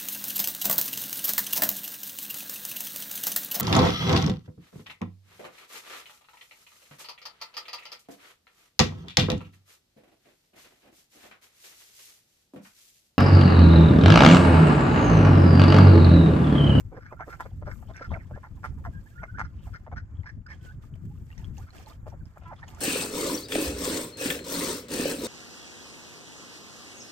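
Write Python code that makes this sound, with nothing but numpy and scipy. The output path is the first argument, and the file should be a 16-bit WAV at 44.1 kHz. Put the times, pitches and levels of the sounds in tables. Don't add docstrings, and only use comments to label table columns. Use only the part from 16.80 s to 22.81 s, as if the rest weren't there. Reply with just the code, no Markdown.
import sys
import numpy as np
from scipy import signal
from scipy.fft import rfft, irfft, next_fast_len
from scipy.io import wavfile

SR = 44100
rng = np.random.default_rng(int(sys.argv[2]) if len(sys.argv) > 2 else 0)


def output_pcm(signal):
    pcm = np.clip(np.atleast_2d(signal).T, -1, 1) * 32767
    wavfile.write(sys.argv[1], SR, np.round(pcm).astype(np.int16))


N = 264864

PULSE_HZ = 221.94
FLICK_S = 0.017


def from_db(db):
    return 10 ** (np.asarray(db) / 20)


def rms_one(x):
    return x / np.sqrt(np.mean(x ** 2) + 1e-20)


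def in_time(rows, first=0, size=N):
    s, *columns = np.transpose(rows)
    times = (first + np.arange(size)) / SR
    return [np.interp(times, s, column) for column in columns]


def span(rows):
    first = int(rows[0][0] * SR)
    size = int(rows[-1][0] * SR) - first
    return first, size, signal.windows.tukey(size, .3)


def add(out, first, x, pan_db=0):
    x = x[:N - first]
    sides = from_db(np.outer([.5, -.5], pan_db)[:, :len(x)])
    out[:, first:first + len(x)] += x * sides


def drift(rate, channels=1):
    r = np.exp(-80 * np.pi * rate / SR)
    noise = rng.standard_normal((channels, N // 40 + 502))
    slow = signal.lfilter([1], [1, -2 * r, r * r], noise)[:, 500:]
    return np.array([np.interp(np.arange(N) / 40, np.arange(len(s)), rms_one(s)) for s in slow])


def resonance(x, hz, width_hz):
    r, w = np.exp(-np.pi * width_hz / SR), 2 * np.pi * hz / SR
    return signal.lfilter([0, np.sin(w)], [1, -2 * r * np.cos(w), r * r], x)


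def coloured(white, spectrum):
    hz, db = np.transpose(spectrum)
    size = next_fast_len(N)
    grid = np.maximum(np.arange(size // 2 + 1) * SR / size, 1)
    gain = from_db(np.interp(np.log(grid), np.log(hz), db))
    return rms_one(irfft(rfft(white, size) * gain, size)[..., :N])


def grains(spectrum, spread_db, apart):
    sizes = from_db(spread_db * np.minimum(rng.exponential(1, N), 5))
    white = rng.standard_normal((3, N)) * sizes
    clumps = from_db(1.5 * drift(25) + 2.0 * drift(80))
    return rms_one(clumps * coloured(white[0] + apart * white[1:], spectrum))


def wind():
    # (time [s], level before flattening [dB])
    gust_levels = [(0.0, -51.5), (0.06, -33.5), (0.1, -43), (0.55, -49.5), (0.77, -36), (1.02, -41),
                   (1.07, -36), (1.24, -49.5), (1.3, -32), (1.5, -45.5), (1.55, -26), (1.6, -46),
                   (2.09, -35.5), (2.22, -44), (2.86, -37), (2.97, -46), (3.41, -35.5), (3.51, -45),
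                   (3.61, -33.5), (3.64, -47), (4.33, -34), (4.48, -43.5), (4.83, -33), (4.9, -54.5),
                   (5.45, -36), (5.55, -48.5), (6.0, -46.5)]
    # (time [s], left minus right [dB])
    gust_sides = [(0.0, 9), (0.45, -3.5), (1.02, 9.5), (1.91, 1), (3.43, 3), (3.53, 2), (6.01, 3.5)]
    # (frequency [Hz], relative level per Hz [dB])
    wind_colour = [(12, -25.5), (20, -7), (89, 4), (151, -5.5), (258, -17), (544, -38.5), (910, -79.5)]
    top = .13
    white = rng.standard_normal((3, N))
    lumps = from_db(1.5 * drift(14.5) + 3.8 * drift(17.1, channels=2))
    lean_db = np.outer([.5, -.5], in_time(gust_sides)[0])
    gusts = from_db(in_time(gust_levels)[0] + lean_db)
    thumps = coloured((2.65 * white[0] + white[1:]) * lumps, wind_colour) * gusts
    return top * np.tanh(thumps / top)


def yard():
    # (frequency [Hz], relative level per Hz [dB])
    yard_colour = [(180, -13.5), (300, 3), (715, -1), (1420, 1), (2300, -9.5), (3180, -46), (3720, -61),
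                   (7270, -13), (9000, -44.5), (11700, -85)]
    level_db = -73.5
    white = rng.standard_normal((3, N))
    waver_db = 2.5 * drift(3)
    return from_db(level_db + waver_db) * coloured(white[0] + white[1:], yard_colour)


def stirring():
    # (crest time [s], relative water level [dB], relative feather level [dB], dying time [s])
    flurries = [(0.003, -63.5, -62, 0.01), (0.495, -63.5, -66, 0.081), (0.608, -55, -54.5, 0.011),
                (0.639, -70, -76, 0.086), (0.928, -73.5, -67, 0.093), (1.09, -71, -91, 0.039),
                (1.17, -69.5, -94, 0.24), (1.34, -66, -94, 0.039), (1.848, -55.5, -68.5, 0.028),
                (2.05, -69, -71, 0.019), (2.29, -75.5, -72.5, 0.12), (2.6, -56.5, -85, 0.024),
                (2.856, -68.5, -70, 0.087), (3.18, -78, -94, 0.02), (3.488, -71.5, -87, 0.038),
                (3.716, -65, -77, 0.054), (3.846, -64.5, -71, 0.078), (4.035, -68, -73.5, 0.047),
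                (4.156, -66.5, -76, 0.0086), (4.253, -74, -68, 0.0065), (4.521, -70.5, -84, 0.083),
                (4.598, -63, -73, 0.061), (4.653, -66, -78, 0.0088), (4.781, -61.5, -68, 0.064),
                (4.959, -57.5, -65.5, 0.074), (5.084, -58, -66.5, 0.048), (5.28, -62, -70.5, 0.03),
                (5.48, -73.5, -82, 0.033), (5.58, -74, -67, 0.0099), (5.68, -68.5, -72, 0.011),
                (5.894, -63, -62.5, 0.035), (6.0, -57.5, -64, 0.062)]
    # (time [s], relative water level [dB], relative rustle level [dB])
    quiet_bed = [(0, -80, -82.5), (1.3, -76, -80.5), (2.2, -75.5, -78.5), (3.0, -78.5, -90),
                 (3.9, -90, -96), (4.3, -77.5, -78.5), (5.3, -85, -83), (6.01, -63.5, -85.5)]
    rise_share = .4
    roundness = 1.3
    t = np.arange(N) / SR
    power = from_db(in_time(quiet_bed)) ** 2
    for s, water_db, feather_db, dying in flurries:
        pace = np.where(t < s, rise_share * dying, dying)
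        shape = np.exp(-2 * abs((t - s) / pace) ** roundness)
        power = power + from_db([[water_db], [feather_db]]) ** 2 * shape
    return np.sqrt(power)


def splash(gain):
    # (frequency [Hz], relative level per Hz [dB])
    splash_colour = [(290, 7.5), (500, 1.5), (936, -5.5), (1190, -5), (1300, -8.5), (1640, -1.5),
                     (4770, -10), (10000, -18), (13000, -108)]
    bubbles_per_s, bubble_share = 220, 0.62
    born = (rng.random(N) < bubbles_per_s / SR) * from_db(4 * rng.standard_normal(N))
    dealt = rng.integers(0, 14, N)
    bubbles = 0
    for k, hz in enumerate(np.geomspace(550, 4500, 14)):
        bubbles = bubbles + resonance(born * (dealt == k) + 1e-18, hz, hz / 16)
    impacts = grains(splash_colour, spread_db=3.5, apart=3.6)
    water = impacts + bubble_share * rms_one(bubbles)
    return gain * from_db([[5], [8]]) * water


def rustle(gain):
    # (frequency [Hz], relative level per Hz [dB])
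    rustle_colour = [(2350, -39), (4000, -13.5), (4690, -9), (7400, 8.5), (8600, 6), (10300, -2),
                     (12700, 7.5), (14300, 4), (15600, 0)]
    flecks_per_s, fleck_share = 70, .6
    flecks = (rng.random(N) < flecks_per_s / SR) * from_db(4 * rng.standard_normal((2, N)))
    flecks = signal.lfilter([1], [1, -.96], flecks) * rng.standard_normal(N)
    brushing = grains(rustle_colour, spread_db=2.0, apart=5.9)
    brushing = brushing + fleck_share * coloured(flecks, rustle_colour)
    return gain * from_db([[-1], [3]]) * brushing


def clucks():
    # (time [s], relative level [dB], settled throat pitch [Hz], relative open-bill level [dB], length [s])
    cluck_list = [(0.123, -43, 414, -23, 0.036), (0.175, -37.5, 425, -20, 0.016),
                  (0.325, -39.5, 507, -15, 0.013), (0.4, -35, 760, -9.5, 0.032),
                  (0.477, -38.5, 462, -17, 0.022), (0.533, -46.5, 815, -1.5, 0.022),
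                  (0.603, -29, 890, -9, 0.023), (0.659, -36.5, 525, -13.5, 0.011),
                  (0.825, -40, 520, -20, 0.013), (0.873, -37.5, 534, -17.5, 0.032),
                  (1.025, -49, 830, -27, 0.012), (1.096, -35.5, 590, -20, 0.022),
                  (1.209, -35.5, 520, -27, 0.012), (1.316, -36.5, 650, -15, 0.037),
                  (1.361, -32, 636, -29, 0.013), (1.51, -37.5, 607, -55, 0.013),
                  (1.568, -39, 574, -16.5, 0.02), (1.64, -40.5, 901, -9.5, 0.03),
                  (1.773, -51.5, 890, -31, 0.028), (1.842, -33, 850, -4.5, 0.022),
                  (1.982, -54, 910, -13, 0.024), (2.048, -36, 1000, -9.5, 0.028),
                  (2.429, -39.5, 650, -4.5, 0.025), (2.593, -30, 865, -3.5, 0.023),
                  (2.87, -46, 757, -14, 0.024), (3.075, -35, 620, -21, 0.0081),
                  (3.125, -32.5, 678.6, -18.5, 0.018), (5.267, -35, 610, -38, 0.016),
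                  (5.335, -43, 610, -30, 0.019), (5.568, -45, 660, -15, 0.012),
                  (5.614, -52, 700, -14, 0.079), (5.73, -38.5, 860, -11, 0.012),
                  (5.827, -41, 840, -11.5, 0.023)]
    # (average frequency [Hz], width [Hz], relative level [dB])
    bill_hollows = [(1414, 163, 6), (1750, 350, 2.5), (2102, 114, -0.5), (3300, 1400, -16),
                    (5740, 350, -6.5)]
    pulse_jitter = 0.22
    crest_share, swell_db_per_ms = .1, -.7
    out, lead, size = np.zeros((2, N)), .011, int(.12 * SR)
    t = np.arange(size) / SR
    for s, db, throat_hz, bill_db, length in cluck_list:
        chance = rng.standard_normal((2, 40))
        times = lead + (np.arange(40) - 2 + pulse_jitter * chance[0]) / PULSE_HZ
        heard = (times > 0) & (times < lead + length)
        crest = lead + crest_share * length
        swell_db = (swell_db_per_ms + .02 * bill_db) * 1000 * (crest - times)
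        fade_db = -14 * (abs(times - crest) / length) ** 1.47
        strength_db = np.where(times < crest, swell_db, fade_db)
        strength = from_db(strength_db + 3.5 * chance[1])[heard]
        starts = (times[heard] * SR).astype(int)
        pulses = np.zeros(size)
        pulses[starts] = strength
        pulses += .08 * signal.lfilter([1], [1, -.98], pulses) * rng.standard_normal(size)
        pulses = signal.lfilter([.09], [1, -1.4, .49], pulses)
        gape = 1 + .04 * chance[0, -1]
        bill = 0
        for k, (hz, width_hz, hollow_db) in enumerate(bill_hollows):
            bill = bill + from_db(hollow_db) * resonance(pulses, hz * gape, width_hz) * (-1) ** k
        turns = np.cumsum(throat_hz * 2 ** (0.9 * np.exp(-t / 0.006))) / SR
        since = np.maximum(t - times[heard, None], 0)
        phase = 2 * np.pi * (turns - turns[starts, None]) * (since > 0)
        onset = 1 - np.exp(-since / 0.001)
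        low_ring = np.sin(phase) * np.exp(-since / 0.0018)
        high_ring = 3.4 * np.sin(1.35 * phase) * np.exp(-since / 0.00039)
        throat = strength @ (onset * (low_ring + high_ring))
        cluck = from_db(db + 7.5) * (throat - from_db(bill_db) * bill)
        add(out, int((s - lead) * SR), cluck, -.6)
    return out


def notes():
    # (start [s], length [s], pitch [Hz], end pitch [Hz], crest level [dB])
    held_peeps = [(2.125, 0.071, 1610, 1630, -52), (2.255, 0.025, 1603, 1860, -60),
                  (2.305, 0.03, 1583, 1750, -63.5), (2.351, 0.077, 1424, 1500, -49),
                  (2.476, 0.037, 1450, 1550, -47), (2.538, 0.03, 1440, 1650, -48.5),
                  (3.662, 0.012, 1630, 1390, -45), (3.787, 0.097, 1513, 1510, -64.5),
                  (3.85, 0.076, 1478, 1806, -50.5), (4.301, 0.028, 816, 860, -62.5),
                  (4.813, 0.035, 1434, 1480, -57), (5.828, 0.0083, 1820, 1840, -38.5)]
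    # (start [s], length [s], from pitch [Hz], to pitch [Hz], starting level [dB])
    slides = [(0.128, 0.011, 767, 960, -59), (0.27, .06, 2200, 2590, -67.5),
              (0.301, 0.048, 1414, 465, -53.5), (0.36, 0.078, 1343, 1595, -59.5),
              (0.395, 0.0089, 1230, 790, -45), (0.416, 0.029, 1253, 1830, -46.5),
              (0.471, 0.024, 1150, 484, -52.5), (1.302, 0.028, 1140, 670, -47.5),
              (1.324, 0.059, 699, 624, -49.5), (1.346, 0.026, 1675, 1236, -48),
              (1.525, 0.052, 1462, 1850, -58), (2.058, 0.035, 732, 640, -50),
              (2.376, 0.02, 1630, 2040, -50.5), (2.572, 0.016, 1940, 900, -44),
              (4.78, 0.044, 794, 1400, -61), (5.317, 0.023, 1012, 560, -56),
              (5.405, 0.019, 1650, 1390, -65)]
    # (time [s], pitch [Hz], level [dB])
    whistle = [(1.335, 1766, -16), (1.352, 2550, -70.5), (1.385, 2400, -70), (1.405, 2020, -51),
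               (1.435, 1400, -70)]
    start_db, end_db, crest_share = -12.5, -3.5, .5
    slide_fade_db = -0.5
    held = []
    for s, length, hz, end_hz, db in held_peeps:
        bend = length - FLICK_S
        held.append([(s, hz, db + start_db), (s + min(crest_share * length, bend), hz, db),
                     (s + bend, hz, db + end_db / 2), (s + length, end_hz, db + end_db)])
    sliding = [[(s, start_hz, db), (s + length, end_hz, db + slide_fade_db)]
               for s, length, start_hz, end_hz, db in slides]
    return held + sliding + [whistle]


def peeps():
    hoarse_per_octave, hoarse_most, hoarse_hz = 2.5, .28, 220
    out = np.zeros((2, N))
    breath, waver = from_db(2.0 * drift(40)[0]), 1 + .004 * drift(90)[0]
    for rows in notes():
        first, size, window = span(rows)
        here = slice(first, first + size)
        hz, db = in_time(rows, first, size)
        phase = 2 * np.pi * np.cumsum(hz * waver[here]) / SR
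        broken = np.clip(abs(np.log2(hz[-1] / hz[0])) / (size / SR) / 40, 0, .3)
        pulse_phase = 2 * np.pi * PULSE_HZ * np.cumsum(waver[here] ** 8) / SR
        window = window * (1 + broken * np.sin(pulse_phase))
        steady = hz[:-int(FLICK_S * SR)]
        glide = np.log2(steady.max(initial=hz[0]) / steady.min(initial=hz[0]))
        low_pass = signal.butter(2, hoarse_hz, fs=SR, output="sos")
        air = signal.sosfilt(low_pass, rng.standard_normal(size))
        hoarse = min(hoarse_per_octave * glide, hoarse_most * (hz.mean() / 1200) ** 2)
        window = window * (1 + hoarse * rms_one(air))
        note = breath[here] * window * (np.sin(phase) + 0.014 * np.sin(2 * phase))
        add(out, first, np.sqrt(2) * from_db(db) * note, -5.0)
    return out


def rasps():
    # (start [s], length [s], crest level [dB], crest resonance [Hz], left minus right [dB])
    rasp_list = [(0.141, 0.06, -55, 1650, -5), (0.197, 0.11, -49.5, 1506, -1),
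                 (0.488, 0.07, -43.5, 1420, -2), (0.845, 0.11, -46, 1439, -1), (0.62, 0.034, -60, 3730, 0),
                 (1.078, 0.048, -65, 3230, 3), (1.148, 0.06, -53, 2200, -9), (1.129, 0.12, -48.5, 1610, -1),
                 (1.208, 0.067, -39, 1437, 0), (1.294, 0.048, -58.5, 3630, -1),
                 (1.422, 0.031, -65, 1820, -11), (2.632, 0.046, -48, 1433, -3.5),
                 (2.772, 0.11, -65, 3010, -2), (2.928, 0.051, -43, 1476, 4), (3.155, 0.059, -41, 1494, 2),
                 (3.432, 0.044, -56.5, 960, -6), (3.454, 0.062, -42, 1744, -2.5),
                 (3.676, 0.072, -43.5, 1800, -4.5), (3.695, 0.046, -60.5, 1106, -7),
                 (3.797, 0.071, -75, 3160, 8), (4.862, 0.042, -54.5, 1336, 0),
                 (5.603, 0.078, -66.5, 2900, 8), (5.758, 0.057, -63, 3300, 0),
                 (5.778, 0.041, -55.5, 1216, -2), (5.859, 0.12, -56.5, 950, -2),
                 (5.877, 0.019, -52, 3100, -2)]
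    # (multiple of the resonance [ratio], width before blurring [Hz], relative level [dB])
    rasp_tones = [(1, 96, 5.5), (1.219, 114, -4)]
    # (frequency [Hz], width of each of two filter passes [Hz], relative level [dB])
    rasp_hiss = [(1400, 940, -8.5), (2044, 260, -3.5), (3270, 3900, -18), (4168, 140, -21),
                 (5270, 970, -14)]
    crest_share, start_db, end_db = 0.63, -7, -16.5
    sag = 0.93
    clear_hz, firm_db = 1700, -41
    out, grain = np.zeros((2, N)), from_db(4.0 * drift(60)[0])
    for s, length, peak_db, top_hz, pan_db in rasp_list:
        rows = [(s, peak_db + start_db, top_hz * sag), (s + crest_share * length, peak_db, top_hz),
                (s + length, peak_db + end_db, top_hz * sag)]
        first, size, window = span(rows)
        db, hz = in_time(rows, first, size)
        phase, voice = 2 * np.pi * np.cumsum(hz) / SR, 0
        blur = max((top_hz / clear_hz) ** 3, from_db(.7 * (firm_db - peak_db)), 1)
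        for multiple, width_hz, tone_db in rasp_tones:
            r = np.exp(-np.pi * width_hz * min(blur, 8) / SR)
            noise = rng.standard_normal((2, size + 2000))
            a, b = signal.lfilter([1], [1, -2 * r, r * r], noise)[:, 2000:]
            tone = a * np.cos(multiple * phase) + b * np.sin(multiple * phase)
            tone = tone / np.sqrt(np.hypot(a, b) + 1e-9)
            voice = voice + from_db(tone_db) * rms_one(tone)
        for hiss_hz, width_hz, hiss_db in rasp_hiss:
            hiss = resonance(rng.standard_normal(size), hiss_hz, width_hz)
            hiss = resonance(hiss, hiss_hz, width_hz)
            voice = voice + from_db(hiss_db) * rms_one(hiss)
        flutter = (1 + 0.45 * np.sin(phase / 8.0)) * grain[first:first + size]
        add(out, first, from_db(db) * window * rms_one(voice * flutter), pan_db)
    return out


def drops():
    # (time [s], relative level [dB], ring pitch [Hz])
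    drop_list = [(1.074, -53, 3070), (1.137, -50, 3620), (1.166, -41, 5660), (1.293, -49, 3270),
                 (2.594, -44.5, 6600), (3.354, -60, 3200), (3.37, -55.5, 3330), (3.403, -58, 3130),
                 (3.433, -43.5, 2020), (3.6654, -46.5, 5040), (3.733, -50, 3200), (3.746, -50.5, 3200),
                 (3.8113, -57, 3200), (3.8493, -48.5, 3130), (4.139, -50, 3050), (4.503, -43, 1940),
                 (4.515, -45, 2730), (4.528, -44, 2810), (4.578, -42, 1970), (4.579, -43, 5860),
                 (4.593, -49, 1890), (4.644, -38.5, 3270), (4.781, -40, 6210), (4.782, -44.5, 793),
                 (4.905, -41, 4170), (4.956, -54, 4666), (4.996, -47.5, 774), (5.061, -42.5, 4168),
                 (5.069, -44, 854), (5.098, -50, 3550), (5.117, -50, 1290), (5.131, -53, 3130),
                 (5.301, -50.5, 5700), (5.455, -50.5, 5140), (5.765, -50, 3520), (5.8817, -40.5, 6800),
                 (5.948, -42.5, 7440)]
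    spray_cut = 1.13
    ring_cycles = 8.0
    out, t = np.zeros((2, N)), np.arange(int(0.025 * SR)) / SR
    for s, db, hz in drop_list:
        spray = rng.standard_normal(len(t)) * (np.exp(-t / .0008) + .2 * np.exp(-t / .006))
        low_pass = signal.butter(2, min(spray_cut * hz, SR / 2.2), fs=SR, output="sos")
        spray = signal.sosfilt(low_pass, spray)
        ring = np.sin(2 * np.pi * hz * t) * np.exp(-t * hz / ring_cycles) * np.tanh(t * hz / 2)
        add(out, int(s * SR), from_db(db) * (0.6 * spray + ring), -2.5)
    return out


def quack():
    # (time [s], pitch [Hz], relative level [dB])
    quack_curve = [(5.645, 350, -60), (5.67, 325.8, -53), (5.705, 344, -55.5), (5.73, 193, -45),
                   (5.74, 167, -48)]
    harmonics_db = [-13, -19, 2.5, -3.5, -12, -4.5, -18, -23, -32, -24]
    out = np.zeros((2, N))
    first, size, window = span(quack_curve)
    hz, db = in_time(quack_curve, first, size)
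    phase = 2 * np.pi * np.cumsum(hz) / SR
    rough = from_db(3.2 * drift(80, channels=10)[:, first:first + size])
    voice = 0
    for k, tone_db in enumerate(harmonics_db):
        voice = voice + from_db(tone_db) * rough[k] * np.sin((k + 1) * phase)
    add(out, first, np.sqrt(2) * from_db(db) * window * voice, -3.0)
    return out


def at_ports(x):
    # (left delay [s], right delay [s], level [dB])
    echoes = [(.0012, 0.0023, -24), (.0067, 0.0058, -8.5), (.017, .023, -21)]
    # (frequency [Hz], phase lag [radians])
    port_phase = [(0, 0), (950, .3), (1250, 1.3), (1800, 1.8), (2400, 5.6), (3400, 6.6), (22050, 37.7)]
    # (frequency [Hz], level [dB])
    port_level = [(1200, 1.14), (2800, -2.5), (5500, 2.5), (9500, -3.5), (13500, 0.5)]
    scatter_db, scatter_t60_s, scatter_band_hz = -46, 0.23, (500, 4300)
    out = x.copy()
    for left, right, db in echoes:
        for side, s in enumerate((left, right)):
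            delay = int(s * SR)
            out[side, delay:] += from_db(db) * x[side, :N - delay]
    fade_db = scatter_db - 60 * np.arange(SR // 2) / SR / scatter_t60_s
    tail = rng.standard_normal((2, SR // 2)) * from_db(fade_db)
    tail = signal.sosfilt(signal.butter(1, scatter_band_hz, "band", fs=SR, output="sos"), tail)
    out += signal.fftconvolve(x, tail, axes=1)[:, :N]
    size = next_fast_len(N)
    grid = np.arange(size // 2 + 1) * SR / size
    late = np.interp(grid, *np.transpose(port_phase))
    gain = from_db(np.interp(grid, *np.transpose(port_level)))
    out[1] = irfft(rfft(out[1], size) * gain * np.exp(-1j * late), size)[:N]
    return out


def scene():
    ducks = clucks() + rasps() + peeps() + quack()
    water, feathers = stirring()
    pond = drops() + splash(water) + rustle(feathers)
    return at_ports(ducks + pond + yard()) + wind()


def record(dry):
    dip = dry - .45 * signal.lfilter(*signal.iirpeak(3950, 5, fs=SR), dry)
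    return signal.sosfilt(signal.cheby2(24, 60, 15750, fs=SR, output="sos"), dip)


dry = scene()
out = record(dry)
output_pcm(out)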